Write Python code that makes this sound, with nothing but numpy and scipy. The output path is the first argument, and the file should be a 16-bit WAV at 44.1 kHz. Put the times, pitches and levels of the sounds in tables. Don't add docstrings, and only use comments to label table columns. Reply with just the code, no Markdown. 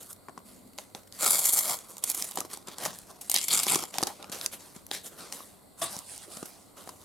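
import sys
import numpy as np
from scipy import signal
from scipy.fft import rfft, irfft
from scipy.io import wavfile
from scipy.ndimage import uniform_filter1d

SR = 44100
rng = np.random.default_rng(int(sys.argv[2]) if len(sys.argv) > 2 else 0)


def log_audio(samples):
    frames = np.atleast_2d(samples).T
    limited = np.clip(frames, -1, 1)
    pcm = np.round(limited * 32767).astype(np.int16)
    wavfile.write(sys.argv[1], SR, pcm)


N = 310772
FLEX_TOP_HZ, CREASE_TOP_HZ, TOP_HZ = 1700, 6200, 16000
SNAP_APART = .33


def undb(db):
    return 10 ** (np.asarray(db) / 20)


def unit(x):
    return x / np.sqrt(np.mean(x ** 2) + 1e-20)


def decay(t, t60):
    return np.exp(-np.log(1000) * t / t60)


def band(x, lo, hi, order=2):
    sos = signal.butter(order, [lo, min(hi, .48 * SR)], "band", fs=SR, output="sos")
    return signal.sosfilt(sos, x + 1e-18)


def colour_db(colour, hz):
    points, db = np.transpose(colour)
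    return np.interp(np.log(hz), np.log(points), db)


def stereo_noise(size, apart):
    mid, side = rng.standard_normal((2, size))
    return unit(np.array([mid + apart * side, mid - apart * side]))


def panned(x, pan_db):
    return x * np.array([undb(pan_db / 2), undb(-pan_db / 2)]).reshape(2, -1)


def add(out, s, x):
    start = int(np.clip(s * SR, 0, N - 1))
    out[:, start:start + x.shape[1]] += x[:, :N - start]


def wander(size, rate):
    knots = rng.standard_normal(size=2000)
    return 1.2 * np.interp(np.arange(size) * rate / SR, np.arange(len(knots)), knots)


def steady(x, hold_s=0.13):
    hold = int(hold_s * SR) + 1
    power = uniform_filter1d(np.mean(x ** 2, axis=0), hold)
    return x / np.sqrt(uniform_filter1d(np.abs(power), hold) + 1e-20)


# flex, crease and fibre level in dB, before each action's trims.
HELD_PAPER = [-66, -73.5, -74.5]


def effort(action, t, rise_power=0.99, fade_power=1.1):
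    power = np.outer(undb(HELD_PAPER), np.ones(len(t))) ** 2
    for start, rise, fade, db, fizz_db, sheet_db in action:
        swell = np.clip((t - start) / rise, 0, 1) ** rise_power
        swell = swell * 10 ** (-(np.maximum(t - start - rise, 0) / fade) ** fade_power)
        power += np.outer(undb([db + sheet_db, db, db + fizz_db]), swell) ** 2
    return np.sqrt(power)


def crackle(action, colour, rate, spread_db, scatter_db, drift_db, apart, trims_db, pan_db):
    start, rise, fade = np.transpose(action)[:3]
    t = np.arange(start[0], min(np.max(start + rise + 2 * fade), N / SR), 1 / SR)
    slips = np.flatnonzero(rng.random(len(t)) < rate / SR)
    sizes = undb(spread_db * np.minimum(rng.exponential(size=len(slips)), 5))
    sizes = sizes * rng.choice([-1, 1], len(slips))
    layers = np.zeros((3, 2, len(t)))
    edges = np.geomspace(115, TOP_HZ, 22)
    for lo, hi in zip(edges, edges[1:]):
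        hz = np.sqrt(lo * hi)
        sizes = -sizes
        share, facing = rng.standard_normal((2, len(slips)))
        bend = wander(len(t), rate=28)[slips]
        ports = 1 + apart * np.outer([1, -1], facing)
        pulses = np.zeros((2, len(t)))
        pulses[:, slips] = sizes * undb(scatter_db * share + drift_db * bend) * ports
        layer = np.searchsorted([FLEX_TOP_HZ, CREASE_TOP_HZ], hz)
        layers[layer] += undb(colour_db(colour, hz)) * band(pulses, lo, hi)
    levels = effort(action, t)
    sound = sum(undb(db) * level * steady(layer) for db, level, layer in zip(trims_db, levels, layers))
    out = np.zeros((2, N))
    add(out, start[0], panned(sound, pan_db))
    return out


# start in seconds, rise in seconds, fade by 20 dB in seconds,
# crease level in dB, fibre fizz and sheet flex in dB over that; all levels before the trims.
TEARING_PULLS = [(1.18, 0.075, 0.17, -35, 8, -0.5), (1.295, 0.015, 0.22, -34, 11, -2.5),
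                 (1.43, 0.019, 0.14, -36, 15.5, -7), (1.53, .05, 0.15, -38.5, 11, -1.5),
                 (1.611, 0.12, 0.038, -36.5, 7.5, 0.5)]
# frequency in Hz, density in dB per Hz relative within each layer.
TEARING_COLOUR = [(71, -49), (120, -18.5), (355, -14.5), (617, -5), (1010, -10), (1430, -10.5), (1720, -20),
                  (2290, -13.5), (2590, -27), (3450, -13), (5990, -13), (7500, 2.5), (11300, 7),
                  (14700, -7), (16000, -21)]


def tearing():
    return crackle(TEARING_PULLS, TEARING_COLOUR, rate=2400, spread_db=2.5, scatter_db=1.5, drift_db=2.0,
                   apart=0.38, trims_db=[0.5, 0.5, 1.5], pan_db=1.1)


# start in seconds, rise in seconds, fade by 20 dB in seconds,
# crease level in dB, fibre fizz and sheet flex in dB over that; all levels before the trims.
UNFOLDING_TUGS = [(3.295, 0.022, .1, -43, 8, -11), (3.335, 0.014, 0.12, -34, -2, -11.5),
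                  (3.41, 0.022, 0.1, -46.5, 10.5, -19), (3.478, 0.049, 0.19, -31.5, 4, -6.5),
                  (3.669, 0.014, 0.11, -34, 4.5, -5), (3.69, 0.032, .13, -37, 4.5, 2.5),
                  (3.78, .04, 0.043, -45.5, 2.5, 0)]
# frequency in Hz, density in dB per Hz relative within each layer.
UNFOLDING_COLOUR = [(71, -38), (120, -8.5), (261, -2.5), (580, -5), (839, -3.5), (1830, -9), (2150, -1.5),
                    (2590, -2.5), (3310, 1.5), (5410, 0.5), (6240, -12), (8310, 2.5), (12300, 3),
                    (14200, -15), (16000, -22)]


def unfolding():
    return crackle(UNFOLDING_TUGS, UNFOLDING_COLOUR, rate=2200, spread_db=2.5, scatter_db=4.5, drift_db=2.5,
                   apart=0.39, trims_db=[1.5, 2, 3.0], pan_db=.8)


# frequency in Hz, width in Hz, gain in dB.
TAUT_PACKET_MODES = [(686, 140, -10.5), (1340, 200, -8), (2220, 140, 2), (3330, 340, -5.5), (4640, 710, -4),
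                     (7280, 580, 4.5)]


def packet(x, direct_db=-1.0):
    out = undb(direct_db) * x
    for hz, width, db in TAUT_PACKET_MODES:
        out = out + undb(db) * band(x, hz - width / 2, hz + width / 2, order=1)
    return out


def catching(rate=110, depth_db=2.15):
    return unit(undb(depth_db * wander(N, rate)))


# frequency in Hz, density in dB per Hz relative within each layer.
PAPER_COLOUR = [(71, -37), (120, -5.5), (445, 3), (483, 1), (670, 4), (892, -4.5), (1070, 0), (1720, -5),
                (2700, -6.5), (3450, -3), (5870, -4), (6910, -7), (10200, -6), (12500, -6.5), (16000, -34)]
# start in seconds, rise in seconds, fade by 20 dB in seconds,
# crease level in dB, fibre fizz and sheet flex in dB over that; all levels before the trims.
PRYING_BENDS = [(1.75, 0.039, 0.3, -57, 6, -3), (1.87, 0.02, 0.26, -63, 12, 5),
                (2.022, .012, 0.048, -48, 5, -6), (2.05, 0.05, 0.049, -40, 10.5, -5.5),
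                (2.13, 0.017, 0.25, -43, 9.5, -4), (2.34, 0.045, 0.092, -46.5, 0.5, 3),
                (2.49, 0.031, 0.1, -45, 2.5, -4.5), (2.665, 0.011, 0.23, -50.5, -2.5, 1),
                (2.77, .085, 0.093, -38, 1.5, -1.5), (2.91, 0.034, .2, -56.5, 6.5, -3),
                (3.06, 0.033, 0.14, -57.5, 3.5, 4), (3.205, 0.0075, 0.19, -55.5, 7.5, -4.5)]


def bending():
    return crackle(PRYING_BENDS, PAPER_COLOUR, rate=3800, spread_db=2.5, scatter_db=3.5, drift_db=2.6,
                   apart=0.2, trims_db=[1.0, 0.5, 0.0], pan_db=0)


# start in seconds, rise in seconds, fade by 20 dB in seconds,
# crease level in dB, fibre fizz and sheet flex in dB over that; all levels before the trims.
PAPER_SLIDES = [(0, 0.0069, 0.13, -56, 9.5, -0.5), (.08, 0.028, .03, -56, 12.5, 0),
                (.44, 0.048, 0.23, -61.5, 6.5, -1), (.78, 0.0073, 0.09, -52, 2, -2),
                (.945, 0.0073, 0.098, -56, 3, 4.5), (1.11, 0.049, 0.19, -55, 4.5, -4),
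                (3.92, 0.029, 0.3, -46, 1, -1.5), (4.065, 0.0092, 0.044, -40, -0.5, 2.5),
                (4.18, 0.025, 0.23, -59, -15, 9.5), (4.316, 0.0087, 0.15, -41.5, 2, -2),
                (4.4, 0.049, 0.037, -45, 5.5, 0), (4.51, 0.025, 0.048, -45, 3.5, -2.5),
                (4.58, 0.02, 0.3, -56.5, 4, -0.5), (4.74, 0.015, 0.073, -57, 3, 0),
                (4.905, 0.042, 0.067, -37, -1.5, -9.5), (5.025, 0.04, 0.043, -50, 9, -1.5),
                (5.09, 0.032, .15, -59.5, 4, 4.5), (5.165, 0.031, 0.26, -50, 0.5, 1.5),
                (5.315, 0.0099, 0.22, -49.5, 6, -1.5), (6.76, .015, 0.18, -55.5, 3, 3.5),
                (6.84, 0.035, 0.21, -61.5, 7.5, 4.5), (6.95, 0.11, 0.08, -59.5, 4, -1)]


def sliding():
    return crackle(PAPER_SLIDES, PAPER_COLOUR, rate=9000, spread_db=3.0, scatter_db=4, drift_db=2.1,
                   apart=0.37, trims_db=[1.0, 0.5, 0.5], pan_db=-0.7)


# start in seconds, rise in seconds, fade by 20 dB in seconds,
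# crease level in dB, fibre fizz and sheet flex in dB over that; all levels before the trims.
LEAFING_PUSHES = [(5.772, 0.03, .04, -57.5, 15.5, 8.5), (5.813, 0.0075, 0.088, -32.5, 3.5, 1.5),
                  (5.87, 0.071, 0.14, -45.5, 5.5, 3.5), (6.04, 0.082, 0.19, -49.5, 7.5, -5),
                  (6.185, 0.056, .04, -52.5, 3, -1), (6.27, 0.057, .3, -52, 7.5, 4.5),
                  (6.45, 0.0075, 0.24, -55.5, 2.5, 1)]
# frequency in Hz, density in dB per Hz relative within each layer.
LEAFING_COLOUR = [(71, -35), (120, -7), (231, -9), (295, -10), (493, -6.5), (698, -1), (892, -8.5),
                  (1260, -3), (1680, -9), (5870, -4.5), (9400, 7), (13000, -7), (16000, -21)]


def leafing():
    return crackle(LEAFING_PUSHES, LEAFING_COLOUR, rate=11000, spread_db=3.0, scatter_db=3.0, drift_db=3.0,
                   apart=0.45, trims_db=[-5.0, 0.0, -1.5], pan_db=0.5)


def snap(db, t60, ring_hz, bright_db, sheet_hz, sheet_db, rise_s=0.00023, ring_width=0.31, ring_db=-3,
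         crack_db=1.0, mode_db=-1, push_db=-3, sheet_t60_s=0.019, push_t60_s=0.022, push_top_hz=1250):
    t = np.arange(SR // 10) / SR
    front = 3 * np.exp(-t60 / .01) * decay(t, .003)
    envelope = (front + decay(t, t60)) * (1 - np.exp(-t / rise_s))
    burst = np.tanh(2 * stereo_noise(len(t), SNAP_APART)) * envelope
    crease = unit(band(burst, FLEX_TOP_HZ, CREASE_TOP_HZ))
    fibre = unit(band(-burst, CREASE_TOP_HZ, 12900))
    edge = unit(crease + undb(bright_db) * fibre)
    ring = unit(band(burst, ring_hz / (1 + ring_width), ring_hz * (1 + ring_width)))
    sign = 1 if ring_hz < CREASE_TOP_HZ else -1
    crack = unit(edge + sign * undb(ring_db) * ring)
    mode = unit(band(np.sin(2 * np.pi * sheet_hz * t) * decay(t, sheet_t60_s), 142, 3500))
    push = stereo_noise(len(t), SNAP_APART) * decay(t, push_t60_s)
    push = unit(band(push, 197, push_top_hz, order=3))
    sheet = undb(mode_db) * mode + undb(push_db) * push
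    return (undb(db + crack_db) * crack + undb(sheet_db) * sheet) / np.sqrt(10)


# time in seconds, level in dB before the trims in snap,
# brightness in dB of fibre over crease, t60 in seconds.
FIBRE_RIPS = [(0.028, -48, 24, .023), (0.1284, -44, 30, .018), (1.265, -26.5, 4, 0.015),
              (1.2862, -32, 9, .012), (1.39, -25, 21, 0.019), (1.441, -30, 4, 0.037),
              (1.455, -24, 14, 0.025), (1.491, -26.5, 25, 0.035), (1.5337, -22.5, 31, 0.039),
              (1.57, -25.5, 26, .07), (1.5874, -22, 14, .036), (2.0379, -24.5, 10.5, 0.02),
              (2.0985, -26, 22, 0.017), (2.1464, -32, 14, 0.014), (2.3558, -37.5, 18, 0.02),
              (3.2106, -40.5, 12, .045), (3.2969, -26, 8, 0.013), (3.3148, -25.5, 14, 0.0081),
              (3.341, -22.5, 12, 0.018), (3.482, -27, 0, 0.024), (3.6309, -26, 2, 0.043),
              (3.7452, -26.5, -7, .018), (6.4552, -43.5, 4, 0.032)]


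def rips(ring_hz=10200, sheet_hz=752, sheet_db=-19, rise_s=0.0016, pan_db=1.0):
    out = np.zeros((2, N))
    for s, db, bright_db, t60 in FIBRE_RIPS:
        rip = snap(db, t60, ring_hz, bright_db, sheet_hz, db + sheet_db, rise_s)
        add(out, s, panned(rip, pan_db))
    return out


# time in seconds, crack level in dB, ring of the facet in Hz,
# sheet knock in dB; both levels before the trims in snap.
CREASE_POPS = [(.7789, -49, 6550, -62), (0.7856, -39.5, 3230, -40.5), (.949, -42, 3500, -43.5),
               (1.1243, -47.5, 4470, -68), (1.7886, -44, 7400, -63), (1.9685, -46, 6640, -55),
               (1.9817, -43.5, 10250, -60), (2.116, -35, 10800, -61), (2.2236, -30.5, 7100, -51),
               (2.3115, -40.5, 10300, -53), (2.3191, -47, 4570, -56), (2.4047, -32, 9000, -49),
               (2.5335, -42, 7800, -50), (2.5731, -44.5, 8000, -50), (2.6725, -46, 6970, -52),
               (2.7838, -40, 7100, -48), (2.9874, -44.5, 10400, -67), (3.3623, -23, 4300, -42),
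               (3.374, -30, 4150, -58), (3.385, -32, 4000, -63), (3.4136, -35, 4900, -63),
               (3.4431, -37.5, 7500, -57), (3.5746, -33, 4730, -55), (3.591, -30.5, 4500, -55),
               (3.667, -32, 4760, -33), (3.7564, -26, 8160, -40), (3.8377, -37.5, 5440, -41),
               (3.9412, -41, 3000, -53), (3.9838, -28.5, 4930, -31.5), (4.0175, -40, 8550, -55),
               (4.0346, -26.5, 4520, -36), (4.0705, -33, 6200, -37.5), (4.2266, -45.5, 3430, -52),
               (4.243, -48, 2050, -50), (4.318, -43, 6000, -52), (4.4125, -37, 4060, -66),
               (4.4614, -26.5, 5400, -55), (4.866, -47, 10500, -65), (4.9133, -32, 3400, -38),
               (5.3247, -37.5, 4840, -56), (5.9653, -42.5, 7160, -51), (5.9893, -40.5, 9000, -66),
               (6.1782, -44.5, 8700, -58)]


def pops(t60_s=0.0086, sheet_hz=814, even_ring_hz=4440, bright_db_per_octave=10, pan_db=0.1):
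    out = np.zeros((2, N))
    for s, db, ring_hz, sheet_db in CREASE_POPS:
        bright_db = bright_db_per_octave * np.log2(ring_hz / even_ring_hz)
        add(out, s, panned(snap(db, t60_s, ring_hz, bright_db, sheet_hz, sheet_db), pan_db))
    return out


# time in seconds, knock level in dB, sheet mode in Hz,
# crack level in dB; both levels before the trims in snap.
PACKET_KNOCKS = [(0.2847, -41.5, 1120, -58), (.2938, -45, 725, -62), (0.3767, -43, 1080, -52.5),
                 (2.373, -33.5, 784.4, -34.5), (2.385, -39.5, 356, -38), (2.4125, -41, 1210, -49),
                 (2.4494, -45, 370, -51), (2.684, -43.5, 383, -42.5), (2.86, -31.5, 627, -33.5),
                 (3.758, -31.5, 370, -30), (4.0073, -38, 657, -51), (4.0277, -26.5, 320, -30),
                 (4.2964, -46, 202, -48), (4.762, -47.5, 201, -50.5), (5.405, -46.5, 1090, -72),
                 (5.9649, -46.5, 199, -50), (6.3697, -45, 230, -43), (6.428, -38.5, 326, -46),
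                 (6.8743, -45, 686, -53), (6.8908, -46, 1010, -44.5)]


def knocks(t60_s=0.026, ring_hz=8000, bright_db=-3, pan_db=1.0):
    out = np.zeros((2, N))
    for s, sheet_db, sheet_hz, db in PACKET_KNOCKS:
        add(out, s, panned(snap(db, t60_s, ring_hz, bright_db, sheet_hz, sheet_db), pan_db))
    return out


# frequency in Hz, level in dB before the slap's gain, t60 in seconds.
STACK_MODES = [(334, -40.5, 0.17), (668, -21.5, 0.068), (1140, -41, 0.21), (1215, -48, 0.28),
               (3500, -29, .06)]


def slap(at_s=5.817, rise_s=0.0052, gain_db=4):
    out, t = np.zeros((2, N)), np.arange(SR // 4) / SR
    ring = sum(undb(db) * np.sin(2 * np.pi * hz * t) * decay(t, t60) for hz, db, t60 in STACK_MODES)
    add(out, at_s, np.tile(undb(gain_db) * ring * (1 - np.exp(-t / rise_s)), (2, 1)))
    return out


# middle in seconds, half length in seconds,
# centre frequency in Hz, level at the middle in dB.
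SKIN_RUBS = [(0.601, 0.41, 230, -59), (2.89, 0.073, 175, -48), (3.96, 0.013, 785, -40),
             (4.096, 0.055, 830, -45), (6.288, .04, 399, -52), (6.39, 0.071, 225, -57)]


def rubs(width=0.18):
    out = np.zeros((2, N))
    for s, half_s, hz, db in SKIN_RUBS:
        swell = np.hanning(int(2 * half_s * SR))
        grain = unit(band(stereo_noise(len(swell), .25), hz / (1 + width), hz * (1 + width)))
        add(out, s - half_s, undb(db) * swell * grain)
    return out


# start in seconds, end in seconds.
FINGERING_SPANS = [(0, 1.2), (1.8, 3.3), (4.15, 5.45), (5.9, 6.55), (6.759, 7.04)]


def ticks(rate=12, floor_db=-53, spread_db=3, t60_s=0.018):
    out, t = np.zeros((2, N)), np.arange(SR // 50) / SR
    for start, end in FINGERING_SPANS:
        for when, size in rng.random((int((end - start) * rate), 2)):
            tick = band(stereo_noise(len(t), SNAP_APART) * decay(t, t60_s), 1800, 15000)
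            add(out, start + when * (end - start), undb(floor_db + spread_db * 2 * size) * tick)
    return out


def table_bounce(x, lag_s=0.000922, gain=0.22):
    now = np.arange(N)
    lag = lag_s * SR * np.exp(0.3 * wander(N, rate=3))
    echo = np.array([np.interp(now - lag, now, channel) for channel in x])
    return (x + gain * echo) / np.hypot(1, gain)


def room(x, low_t60_s=0.27, high_t60_s=0.2, low_db=-11, high_db=-17, onset_s=0.0024):
    t = np.arange(SR // 2) / SR
    response = 0
    for lo, hi, t60, db in [(100, FLEX_TOP_HZ, low_t60_s, low_db), (FLEX_TOP_HZ, TOP_HZ, high_t60_s, high_db)]:
        tail = rng.standard_normal((2, len(t))) * decay(t, t60) * (1 - np.exp(-t / onset_s))
        response = response + undb(db) * band(unit(tail), lo, hi) / np.sqrt(len(t))
    return signal.fftconvolve(x, response, axes=1)[:, :N]


# frequency in Hz, relative level in dB.
AIR_COLOUR = [(15, -45), (25, 5), (206, 3.5), (354, 1), (575, 2), (1100, -8.5), (1740, -42), (2000, -7.5),
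              (2760, -31), (4490, -8), (5880, -46), (7310, -9), (9070, -9.5), (14400, -14), (16000, -32)]
# frequency in Hz, side minus mid in dB before the side trim.
AIR_WIDTH = [(60, -14), (110, -3), (200, -1), (380, 2), (700, -1.5), (1290, 9), (2380, -1), (4400, 1),
             (8120, -37), (15000, -28)]
# frequency in Hz, width in Hz, level in dB.
ROOM_HUM = [(94.2, 7.4, -71), (196.5, 28, -67), (275.3, 32, -68.5)]


def room_tone(db=-58, side_db=-1):
    hz = np.maximum(np.arange(N // 2 + 1) * SR / N, 1)
    mid, side = rfft(rng.standard_normal((2, N))) * undb(colour_db(AIR_COLOUR, hz))
    side = side * undb(side_db + colour_db(AIR_WIDTH, hz))
    tone = undb(db) * unit(irfft(np.array([mid + side, mid - side]), N))
    drive = stereo_noise(N, apart=0.68)
    for f, width, hum_db in ROOM_HUM:
        tone = tone + undb(hum_db) * unit(band(drive, f - width / 2, f + width / 2))
    return tone


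# time in seconds, left minus right in dB.
HAND_POSITION = [(0, 0.5), (1.2, 0.6), (1.6, 1), (2.1, -1), (2.6, -0.4), (3.4, 0.5), (4.1, 1), (4.6, 1.5),
                 (5.2, 1), (5.83, 1), (6.1, -3), (7.0, 1)]


def scene():
    stick_slip = catching()
    paper = packet(stick_slip * (tearing() + unfolding()))
    paper += stick_slip * bending()
    paper += sliding() + leafing()
    paper += rips() + pops() + knocks()
    paper += slap() + rubs() + ticks()
    paper = panned(paper, np.interp(np.arange(N) / SR, *np.transpose(HAND_POSITION)))
    return table_bounce(paper) + room(paper) + room_tone()


# frequency in Hz, left minus right in dB.
PORT_COLOUR = [(100, 0), (500, -0.7), (1300, 1.5), (3000, 0.5), (6000, 0), (9000, -0.5), (11500, -2),
               (14000, -6)]


def record(dry, lead=0.2):
    hz = np.maximum(np.arange(N // 2 + 1) * SR / N, 1)
    phase = np.exp(.5j * lead * np.array([[1], [-1]]))
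    ports = irfft(panned(rfft(dry), colour_db(PORT_COLOUR, hz)) * phase, N)
    top_cut = signal.ellip(10, .2, 80, TOP_HZ, fs=SR, output="sos")
    return signal.sosfilt(top_cut, band(ports, 43, SR / 2))


dry = scene()
out = record(dry)
log_audio(out)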